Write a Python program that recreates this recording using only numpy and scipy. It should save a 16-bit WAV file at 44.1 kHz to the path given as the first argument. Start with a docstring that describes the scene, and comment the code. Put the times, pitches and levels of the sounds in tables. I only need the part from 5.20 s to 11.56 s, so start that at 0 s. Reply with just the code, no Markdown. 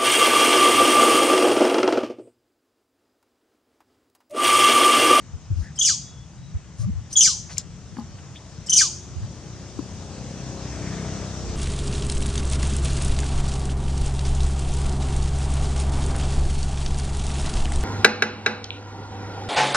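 """Among trees, close to a hand-held two-port microphone, a young monkey gives three trilled, falling chirps.
A one-cylinder engine, built from the overtones of its firing, draws closer with a wide noise roar and a hiss.
The chirps are smeared overtones coloured by a throat, with echoes off rock and trunks.
Noise makes the woods, wind lumps and rustles; dying rings make snaps and knocks; far calls are thin tones."""
import sys
import numpy as np
from scipy import signal
from scipy.fft import rfft, irfft
from scipy.io import wavfile
from scipy.ndimage import uniform_filter1d

SR = 44100
rng = np.random.default_rng(int(sys.argv[2]) if len(sys.argv) > 2 else 0)


def dump_mix(stems):
    """Bounce the given channels to the path in sys.argv[1] as a 16-bit WAV at rate SR."""
    frames = np.atleast_2d(stems).T  # one column per channel
    limited = np.clip(frames, -1, 1)  # hard clip at full scale
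    pcm = np.round(limited * 32767).astype(np.int16)
    wavfile.write(sys.argv[1], SR, pcm)


N = 280387

# Colour of the monkey's throat. Each row: frequency in Hz, relative level in dB.
THROAT = [(2000, -48), (2700, -20), (3200, -7), (3900, -8.5), (4400, -22), (4950, 2.5), (5550, -0.5),
          (6400, 6), (7100, 0.5), (7800, -2), (8800, -7.5), (10000, -20.5), (11000, -17.5), (12300, -28),
          (14000, -82)]
# Level between the ports for distant sounds. Each row: frequency in Hz, left minus right in dB.
PORT_PAN = [(60, 2.6), (350, 4.1), (2040, 3.5), (11900, 1.08)]
# Phase between the ports for distant sounds. Each row: frequency in Hz, lead of the left in radians.
PORT_LEAD = [(300, 0.011), (2000, 0.7), (5000, 0.377), (9400, 4.1)]


def gain_of(db):
    """Decibels to gain."""
    return 10 ** (np.asarray(db) / 20)


def evened(x):
    """Scales to rms 1."""
    return x / np.sqrt(np.mean(abs(x) ** 2) + 1e-20)


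def read(points, hz):
    """Reads a table on a log-frequency axis."""
    f, value = np.transpose(points)
    return np.interp(np.log(hz + 1), np.log(f + 1), value)


def add(mix, s, sound):
    """Mixes a sound in at time s."""
    part = mix[..., round(s * SR):][..., :sound.shape[-1]]
    part += sound[..., :part.shape[-1]]


def sway(count, hz):
    """Complex noise of rms 1, low-passed so that it wanders about hz times a second."""
    z = rng.standard_normal(count + 2000) + 1j * rng.standard_normal(count + 2000)
    lowpass = signal.butter(4, min(hz, 15000), fs=SR, output="sos")
    return evened(signal.sosfilt(lowpass, z)[2000:])  # the filter has settled by then


def panned(x, db):
    """Places a mono sound between the ports by level alone."""
    return x * gain_of([[db / 2], [-db / 2]])


def ports(x, pan, lead):
    """One sound as the two ports hear it: level and phase differ by frequency."""
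    hz = np.fft.rfftfreq(N, 1 / SR)
    half = gain_of(read(pan, hz) / 2) * np.exp(.5j * read(lead, hz))
    return irfft(rfft(x) * np.array([half, 1 / half]), N)


def wash(spectrum, patchy_db):
    """Wide noise with drifting patches, partly alike in both ports."""
    # Likeness of the ports. Each row: frequency in Hz, likeness from 0 to 1 (below 0 counts as 0).
    likeness = [(60, 0.87), (230, 0.97), (840, 0.92), (3170, 0.88), (11900, -0.84)]
    frames, hz = N // 256 + 5, np.fft.rfftfreq(1024, 1 / SR)
    a, b, c, d, patches = rng.standard_normal((frames, 513, 5)).T
    patches = uniform_filter1d(patches, size=10, axis=0)  # over frequency
    patches = evened(uniform_filter1d(patches, size=12, axis=1))  # over time
    same = np.clip(read(likeness, hz), 0, 1)[:, None]
    left = a + 1j * b
    right = same * left + np.sqrt(1 - same ** 2) * (c + 1j * d)
    half = (gain_of(read(PORT_PAN, hz) / 2) * np.exp(.5j * read(PORT_LEAD, hz)))[:, None]
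    z = np.array([left * half, right / half])
    z *= gain_of(read(spectrum, hz)[:, None] + patchy_db * patches)
    return evened(signal.istft(z, nperseg=1024, noverlap=768)[1][:, :N])


def engine():
    """Overtones of the firing rate add up to pops; each swells, sinks and slips, as echoes on the way would do."""
    # The engine speeds up and comes nearer. Each row: time in seconds, firings a second, exhaust level in dB.
    speed = [(0, 23.3, -66), (3.3, 28.55, -56), (4.2, 30.15, -51), (4.8, 31.25, -45), (5.4, 31.9, -40.5),
             (5.75, 32.15, -38), (6.36, 31.7, -40.5)]
    # Colour of the exhaust. Each row: frequency in Hz, relative level in dB.
    exhaust = [(30, -22), (60, 0), (190, -1), (230, -7), (350, -8), (480, -13), (700, -17), (1000, -27)]
    # Single overtones stand out by turns as it moves.
    # Each row: start in seconds, end in seconds, multiple of the firing rate, extra level at mid-span in dB.
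    bright = [(3.4, 4.75, 12, 7), (4.8, 5.45, 17, 9), (5.2, 5.8, 9, 4), (5.6, 6.3, 20, 3.5),
              (5.6, 6.5, 6, 5)]
    t = np.arange(N) / SR
    slow = np.arange(N // 100 + 2) * 100 / SR  # one value every 100 samples
    s, *columns = np.transpose(speed)
    rate, exhaust_db = (np.interp(slow, s, c) for c in columns)
    uneven = 1 + .004 * sway(N, 5.).real
    turns = np.cumsum(np.interp(t, slow, rate) * uneven) / SR
    pops = np.zeros(N)
    for k in range(1, 32):
        height = min(k / 15, 1)
        drift = sway(len(slow), 250.)  # read at the slow rate: about 2.5 turns a second
        flicker = sway(len(slow), 1500.).real  # likewise about 15 a second, strongest in high overtones
        level_db = exhaust_db + read(exhaust, k * rate) + 4.0 * drift.real + 3.5 * height * flicker
        for start, end, multiple, extra_db in bright:
            if multiple == k:
                arch = np.clip(4 * (slow - start) * (end - slow) / (end - start) ** 2, 0, 1)
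                level_db = level_db + extra_db * np.sqrt(arch)
        slip = height ** 2 * (2.5 * drift.imag + 3 * rng.uniform(-1, 1))  # low overtones keep the thump
        phase = 2 * np.pi * k * turns - 0.1615 * k ** 1.291 + np.interp(t, slow, slip)
        pops += np.interp(t, slow, gain_of(level_db)) * np.cos(phase)
    return ports(pops, PORT_PAN, PORT_LEAD)


def roar():
    """Tyres, chain and air: wide noise that grows as the engine nears."""
    # Rise of the roar. Each row: time in seconds, level in dB.
    approach = [(0, -49.5), (1.35, -50.5), (3.3, -45.5), (4.3, -43), (5.4, -37.5), (5.75, -34.5),
                (6.05, -35.5), (6.36, -35.5)]
    # Colour of the roar. Each row: frequency in Hz, relative level in dB.
    colour = [(35, -26), (60, 2.5), (170, -8.5), (300, -18.5), (650, -18.5), (1100, -21.5), (2200, -28),
              (4200, -27), (6000, -20.5), (7800, -28), (12300, -59.5)]
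    level_db = np.interp(np.arange(N) / SR, *np.transpose(approach))
    return gain_of(level_db) * wash(colour, patchy_db=1.6)


def woods():
    """The woods all around: a steady, patchy bed of noise."""
    # Colour of the woods. Each row: frequency in Hz, relative level in dB.
    colour = [(18, -35), (30, -39), (71, 7.5), (162, 5.5), (225, -11.5), (297, -9), (372, -38), (1100, -23),
              (1770, -25.5), (3780, -31), (4070, -50), (6570, -24), (12300, -70), (16000, -83),
              (22000, -120)]
    return gain_of(-42) * wash(colour, patchy_db=2.0)


def wind():
    """Low noise lumps, unrelated at the two ports, and single thumps of a wavering low tone."""
    # Wind thumps on the ports. Each row: start in seconds, level before panning in dB, pitch in Hz,
    # left minus right in dB, length in seconds.
    gusts = [(0.127, -27, 77, 9, 0.042), (0.295, -17, 94.4, 4, 0.055), (0.343, -21.5, 72.7, 9, 0.094),
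             (1.338, -19.5, 81, -3, 0.04), (1.588, -21, 97.4, 7.5, 0.046), (1.624, -20, 104, 5, 0.057),
             (1.663, -21.5, 187, 0, 0.046), (1.687, -21.5, 80, 3, 0.057), (1.738, -24.5, 77.7, 7.5, 0.07),
             (3.947, -26.5, 83, -5, 0.064), (4.009, -23.5, 114, 2, 0.057), (6.199, -30, 64.4, -1, 0.16)]
    t = np.arange(N) / SR
    out = np.zeros((2, N))
    for port in range(2):
        lumps = (sway(N, 47.0) * np.exp(2j * np.pi * 130.0 * t)).real
        out[port] = lumps * gain_of(-48.5 + 6.0 * sway(N, 4.3).real)
    for s, db, hz, pan_db, length in gusts:
        t = np.arange(0, length, 1 / SR)
        flap = np.array([np.sin(2 * np.pi * hz * t + 1.69 * sway(len(t), 16.7).real) for port in range(2)])
        add(out, s, panned(gain_of(db) * flap * signal.windows.tukey(len(t), .6), pan_db))
    return out


def ring(db, hz, t60, pan_db):
    """One dying ring: the higher its pitch, the rougher and wider it is."""
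    t = np.arange(0, t60, 1 / SR)
    rough = np.clip(hz / 3000, 0, 1)
    waver = max(rough, 0.26)  # low rings waver at least this much
    tone = np.exp(2j * np.pi * hz * t) * (1 - rough + waver * sway(len(t), 0.19 * hz))
    crack = 0.1 * rng.standard_normal(len(t))
    rise = np.minimum(t / 0.0042, 1) ** 2
    return panned(gain_of(db - 60 * t / t60) * rise * (tone.imag + rough * crack), pan_db)


def knocks():
    """Dull knocks on wood: several modes ring together, each with its own level and decay."""
    # Each row: start in seconds, level before rise and panning in dB, lowest ring in Hz,
    # share of the modes' ring time, left minus right in dB, tilt of the upper modes in dB an octave.
    knock_rows = [(.309, -34, 330, 0.32, 15, -13), (2.767, -27.5, 252, 0.42, 4, 3.5),
                  (2.782, -24, 228, 1.22, 5, 1.5), (2.802, -45.5, 225.4, 2.4, 0, 5.5),
                  (4.588, -14.5, 285, 0.33, 10, -2)]
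    # Modes of the wood. Each row: multiple of the lowest ring, relative level in dB, t60 at share 1 in seconds.
    modes = [(1, 1.5, 0.13), (2.3, -18, 0.028), (3.65, -7.5, 0.072), (4.6, -11, 0.05), (5.4, -8.5, 0.024)]
    out = np.zeros((2, N))
    for s, db, hz, share, pan_db, tilt_db in knock_rows:
        for k, mode_db, t60 in modes:
            add(out, s, ring(db + mode_db + tilt_db * np.log2(k), hz * k, t60 * share, pan_db))
    return out


def snaps():
    """Twigs snap: very short rough rings, ticking on either side."""
    # Each row: start in seconds, level before rise and panning in dB, ring in Hz, left minus right in dB.
    snap_rows = [(2.37, -16, 2630, 18), (2.38, 10, 6500, 8.5), (2.766, -24, 2600, -9),
                 (2.767, -18, 1690, -6), (2.777, -23, 4570, 3), (2.795, -23, 5120, -12),
                 (3.156, -17, 2270, .5)]
    out = np.zeros((2, N))
    for s, db, hz, pan_db in snap_rows:
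        add(out, s, ring(db, hz, 0.0099, pan_db))
    return out


def rustles():
    """Leaves rustle: grainy bands of noise that swell and fade."""
    # Each row: start in seconds, length in seconds, centre in Hz, width in Hz, rms before the swell in dB.
    rustle_rows = [(0.317, 0.19, 6330, 4130, -52.5), (0.399, 0.14, 1740, 340, -49),
                   (1.559, 0.11, 6820, 3630, -45.5), (1.893, 0.047, 6000, 4000, -44.5),
                   (2.276, 0.099, 5980, 3600, -42), (2.279, 0.062, 1510, 2520, -44),
                   (2.35, 0.08, 5560, 3800, -39.5), (2.976, 0.029, 2170, 1990, -50.5),
                   (3.142, 0.052, 3400, 500, -45.5), ]
    out = np.zeros(N)
    for s, length, hz, width_hz, db in rustle_rows:
        t = np.arange(0, length, 1 / SR)
        noise = sway(len(t), width_hz / 2) + sway(len(t), width_hz) / 2
        grain = gain_of(2.1 * sway(len(t), 190.0).real)
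        band = (noise * np.exp(2j * np.pi * hz * t)).real * grain
        add(out, s, gain_of(db) * evened(band) * np.hanning(len(t)))
    return ports(out, PORT_PAN, PORT_LEAD)


def squeak(hz, rough, breath, mouth=1, waver=1):
    """Fundamental and overtones of a pitch curve; unsteady folds smear the overtones into bands and add breath."""
    rough, count = np.clip(rough, 0, 1), len(hz)
    turn = np.exp(2j * np.pi * np.cumsum(hz) / SR)
    # Rough folds throb unevenly, about 250 times a second, which chops the overtones into bursts.
    throbs = np.cumsum(250 * (1 + .3 * sway(count, 60.).real)) / SR
    flutter = gain_of(np.sqrt(rough) * 7 * np.cos(2 * np.pi * (throbs + rng.random())))
    # The fundamental stutters on and off and is smeared in pitch.
    stutter = gain_of(waver * 5 * sway(count, 110).real)
    low = stutter * turn * (1 + waver * .75 * rough * sway(count, 330))
    high = 0
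    for k in range(2, 13):
        smear = 1 - rough + rough * sway(count, 180. * k)
        high = high + gain_of(read(THROAT, k * hz / mouth)) * turn ** k * smear
    steady = high.real / np.sqrt(uniform_filter1d(high.real ** 2, size=600) + 1e-12)  # level held even
    breathy = steady + .45 * rough * np.roll(breath, rng.integers(SR))[:count]
    return evened(low.real), evened(flutter * breathy)


def dulled(x, treble_db):
    """Turns the treble above 9100 Hz up or down."""
    body = signal.sosfiltfilt(signal.butter(3, 9100, fs=SR, output="sos"), x)
    return body + gain_of(treble_db) * (x - body)


def beat(out, row, rough, waver, breath, treble_db):
    """One beat of a chirp: it scoops up into its pitch, holds and sags; the fundamental swells ahead."""
    s, overtones_db, fundamental_db, length, hz = row
    lead_s, low_share = .0105, 0.61  # the fundamental's head start; its share of the beat's length
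    t = np.arange(0, 2 * length, 1 / SR)
    sag, scoop = 0.0494 * t / length, 0.042 * np.exp(-t / 0.0026)  # as shares of the pitch
    low, high = squeak(hz * (1 - sag - scoop), rough, breath, waver=waver)
    hold = np.minimum(t / 0.0026, 1) * np.exp(-(t / length) ** 4)
    swell = np.minimum(t / 0.0067, 1) * np.exp(-(t / (low_share * length)) ** 4)  # rises more softly
    add(out, s - lead_s, gain_of(fundamental_db) * low * swell)
    add(out, s, gain_of(overtones_db) * dulled(high, treble_db) * hold)


def slide(out, row, breath):
    """The falling end of a chirp: treble fades first, the mouth closes, a chest resonance flares."""
    # Shape of every slide. Each row: time from its start at pace 1 in seconds, pitch as share of the top,
    # overtones in dB, fundamental in dB, both relative to the chirp's own levels.
    shape = [(0, 0.92, 3.5, -17), (.013, .8, -2, -7), (.024, .78, 0.5, -2.5), (.031, .67, -0.5, -6),
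             (.038, .54, -3.5, -7), (.047, .5, -2, -3), (0.055, .42, -8.5, -9.5), (.075, .375, -10, -16),
             (0.093, .34, -17.5, -18.5), (0.108, 0.3, -36, -24), (.135, .26, -52, -31)]
    # The fundamental flares as it crosses this resonance: centre in Hz, width in Hz.
    chest_hz, chest_width_hz = (1580, 200)
    start, top_hz, high_db, low_db, pace, flare_db, treble_db = row
    s, *columns = np.transpose(shape)
    t = np.arange(0, s[-1] / pace, 1 / SR)
    share, overtones_db, fundamental_db = (np.interp(t * pace, s, c) for c in columns)
    mouth = 1 - 0.084 * (1 - share)  # closing lowers the throat's colour as the pitch falls
    low, high = squeak(top_hz * share, 0.82, breath, mouth, waver=.45)
    high = dulled(high, treble_db - 160 * t)  # dB a second
    rise = np.minimum(t / 0.0039, 1)
    fundamental_db += flare_db * np.exp(-((top_hz * share - chest_hz) / chest_width_hz) ** 2)
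    add(out, start, rise * (gain_of(low_db + fundamental_db) * low + gain_of(high_db + overtones_db) * high))


def monkey():
    """Each chirp: a faint pip and three squeaks as separate beats, then a slide down."""
    # Opening beats, one list a chirp. Each row: start in seconds, overtones in dB, fundamental in dB
    # (both before shaping), length in seconds, pitch before scoop and sag in Hz.
    beat_rows = [
        [(.555, -43.5, -64, 0.016, 2770), (.588, -20, -32, 0.022, 3213), (.619, -16.5, -14, 0.018, 3408),
         (.645, -17, -27, 0.022, 3170)],
        [(1.926, -27, -65, 0.0078, 2990), (1.964, -16, -22.5, 0.042, 3402), (2.004, -13.5, -41, 0.014, 3130),
         (2.016, -16, -23.5, 0.031, 3190)],
        [(3.461, -37, -69, 0.015, 2710), (3.495, -15.5, -29.5, 0.0095, 3160),
         (3.527, -13.5, -18.5, 0.017, 3180), (3.558, -16.5, -28, 0.042, 3146)],
    ]
    # Roughness of the four beats, from 0 to 1.
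    beat_rough = [0.9, 0.58, 1, 0.98]
    # Share of the fundamental's full wavering in the four beats.
    beat_waver = [.4, .45, .35, 1.3]
    # Closing slides. Each row: start in seconds, top pitch in Hz, overtones in dB, fundamental in dB,
    # pace (1 = as the shape), flare in dB, treble of the whole chirp in dB.
    slide_rows = [(.66, 3106, -18.5, -33.5, 1.11, 5.5, -5), (2.03, 3008, -18, -32.5, 0.94, 3.5, -1),
                  (3.574, 3066, -16.5, -27, .99, 7.5, -0.5)]
    # Bands lifted or lowered around the throat's colour. Each row: centre in Hz, width in Hz, level change in
    # dB.
    throat_touches = [(4100, 200, 2), (5620, 450, -3), (7840, 330, -3.5)]
    out = np.zeros(N)
    throat_gain = gain_of(read(THROAT, np.fft.rfftfreq(SR, 1 / SR)))
    breath = evened(irfft(rfft(rng.standard_normal(SR)) * throat_gain))
    for beats, slide_row in zip(beat_rows, slide_rows):
        for row, rough, waver in zip(beats, beat_rough, beat_waver):
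            beat(out, row, rough, waver, breath, treble_db=slide_row[-1])
        slide(out, slide_row, breath)
    hz = np.fft.rfftfreq(N, 1 / SR)
    touch_db = sum(db * np.exp(-((hz - f) / width) ** 2) for f, width, db in throat_touches)
    return irfft(rfft(out) * gain_of(touch_db), N)


def echoes(x, decays, start):
    """Sparse echoes of random sign from sample start on, each band dying at its own speed."""
    taps = np.zeros((2, SR))
    at = np.arange(start, SR - 20, 20)
    at = at + rng.integers(0, 20, (2, len(at)))  # one echo somewhere in every 20 samples
    np.put_along_axis(taps, at, rng.choice([-1., 1.], at.shape), 1)
    hz, t, z = signal.stft(taps, SR, nperseg=256)
    decay = gain_of(-60 * t / read(decays, hz)[:, None])
    tail = signal.istft(z * decay, SR, nperseg=256)[1]
    tail = tail + 0.36 * tail[::-1]  # each port also hears some of the other's echoes
    tail = tail / np.linalg.norm(tail[0])
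    return panned(signal.fftconvolve(x[None], tail, axes=1)[:, :N], 1.0)


def far_calls():
    """Animals further off: thin wavering tones, broken and smeared by the leaves."""
    # Each row: start in seconds, length in seconds, start pitch in Hz, end pitch in Hz,
    # level before smearing in dB, second partial relative to the first in dB.
    call_rows = [(.76, 0.33, 3380, 3420, -60, -30), (.78, 0.18, 3780, 3800, -63, -30),
                 (1.14, 0.21, 3840, 3900, -65, -30), (1.575, 0.1, 555, 610, -57, -1)]
    out = np.zeros(N)
    for s, length, start_hz, end_hz, db, second_db in call_rows:
        glide_hz = np.linspace(start_hz, end_hz, round(length * SR))
        turn = np.exp(2j * np.pi * np.cumsum(glide_hz) / SR)
        smear = 1 + 1.3 * sway(len(turn), 70.)
        tone = (turn + gain_of(second_db) * turn ** 2) * smear
        add(out, s, gain_of(db) * tone.real * signal.windows.tukey(len(turn), .6))
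    return ports(out, PORT_PAN, PORT_LEAD)


def swish():
    """As the vehicle passes, two strands of hiss swell, fade and sink in pitch."""
    # The row: start in seconds, length in seconds, lower strand's first and last pitch in Hz, width in Hz.
    s, length, from_hz, to_hz, width_hz = (5.25, 1.05, 1900, 900, 750)
    count, out = round(length * SR), np.zeros(N)
    turns = np.cumsum(np.linspace(from_hz, to_hz, count)) / SR
    level_db = -47 + 4.0 * sway(count, 26.0).real
    hiss = 0
    for strand in (1, 1.45):  # multiples of the sliding pitch
        hiss = hiss + sway(count, width_hz / 2) * np.exp(2j * np.pi * strand * turns)
    add(out, s, gain_of(level_db) * evened(hiss.real) * np.hanning(count))
    return ports(out, PORT_PAN, PORT_LEAD)


def scene():
    """All sources at the microphone; the monkey and the small ticks are the near ones."""
    # Level of the voice between the ports. 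Each row: frequency in Hz, left minus right in dB.
    voice_pan = [(2000, 2.5), (6000, 2), (11000, 3)]
    # Phase of the voice between the ports. Each row: frequency in Hz, lead of the left in radians.
    voice_lead = [(2000, 0.1), (6000, 0.44), (11000, 2.5)]
    # Quick scatter off rock and roots close by. Each row: frequency in Hz, t60 in seconds.
    rocks = [(2000, 0.024), (4000, 0.098), (8000, 0.12), (10000, 0.068), (12000, 0.018)]
    # Echo among the trunks. Each row: frequency in Hz, t60 in seconds.
    trees = [(1900, 0.074), (2500, 0.35), (3250, 0.39), (4100, 0.35), (6000, 0.49), (9000, 0.39),
             (11500, 0.19)]
    voice, small = monkey(), knocks() + snaps()
    near = ports(voice, voice_pan, voice_lead) + small
    near += gain_of(-1.5) * echoes(voice + 0.21 * small.mean(0), rocks, 30)
    near += gain_of(-7.5) * echoes(voice, trees, 300)
    return near + engine() + roar() + woods() + wind() + rustles() + far_calls() + swish()


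def record(dry):
    """The microphone drops the deepest bass and rounds the highest peaks; then the band ends at 12500 Hz."""
    thin = signal.sosfilt(signal.butter(3, 42., "high", fs=SR, output="sos"), dry)
    rounded = thin / (1 + abs(thin / .95) ** 4) ** .25
    band_limit = signal.firwin(511, 12500, window=("kaiser", 9), fs=SR)
    return signal.oaconvolve(rounded, band_limit[None], "same")


dry = scene()
out = record(dry)
dump_mix(out)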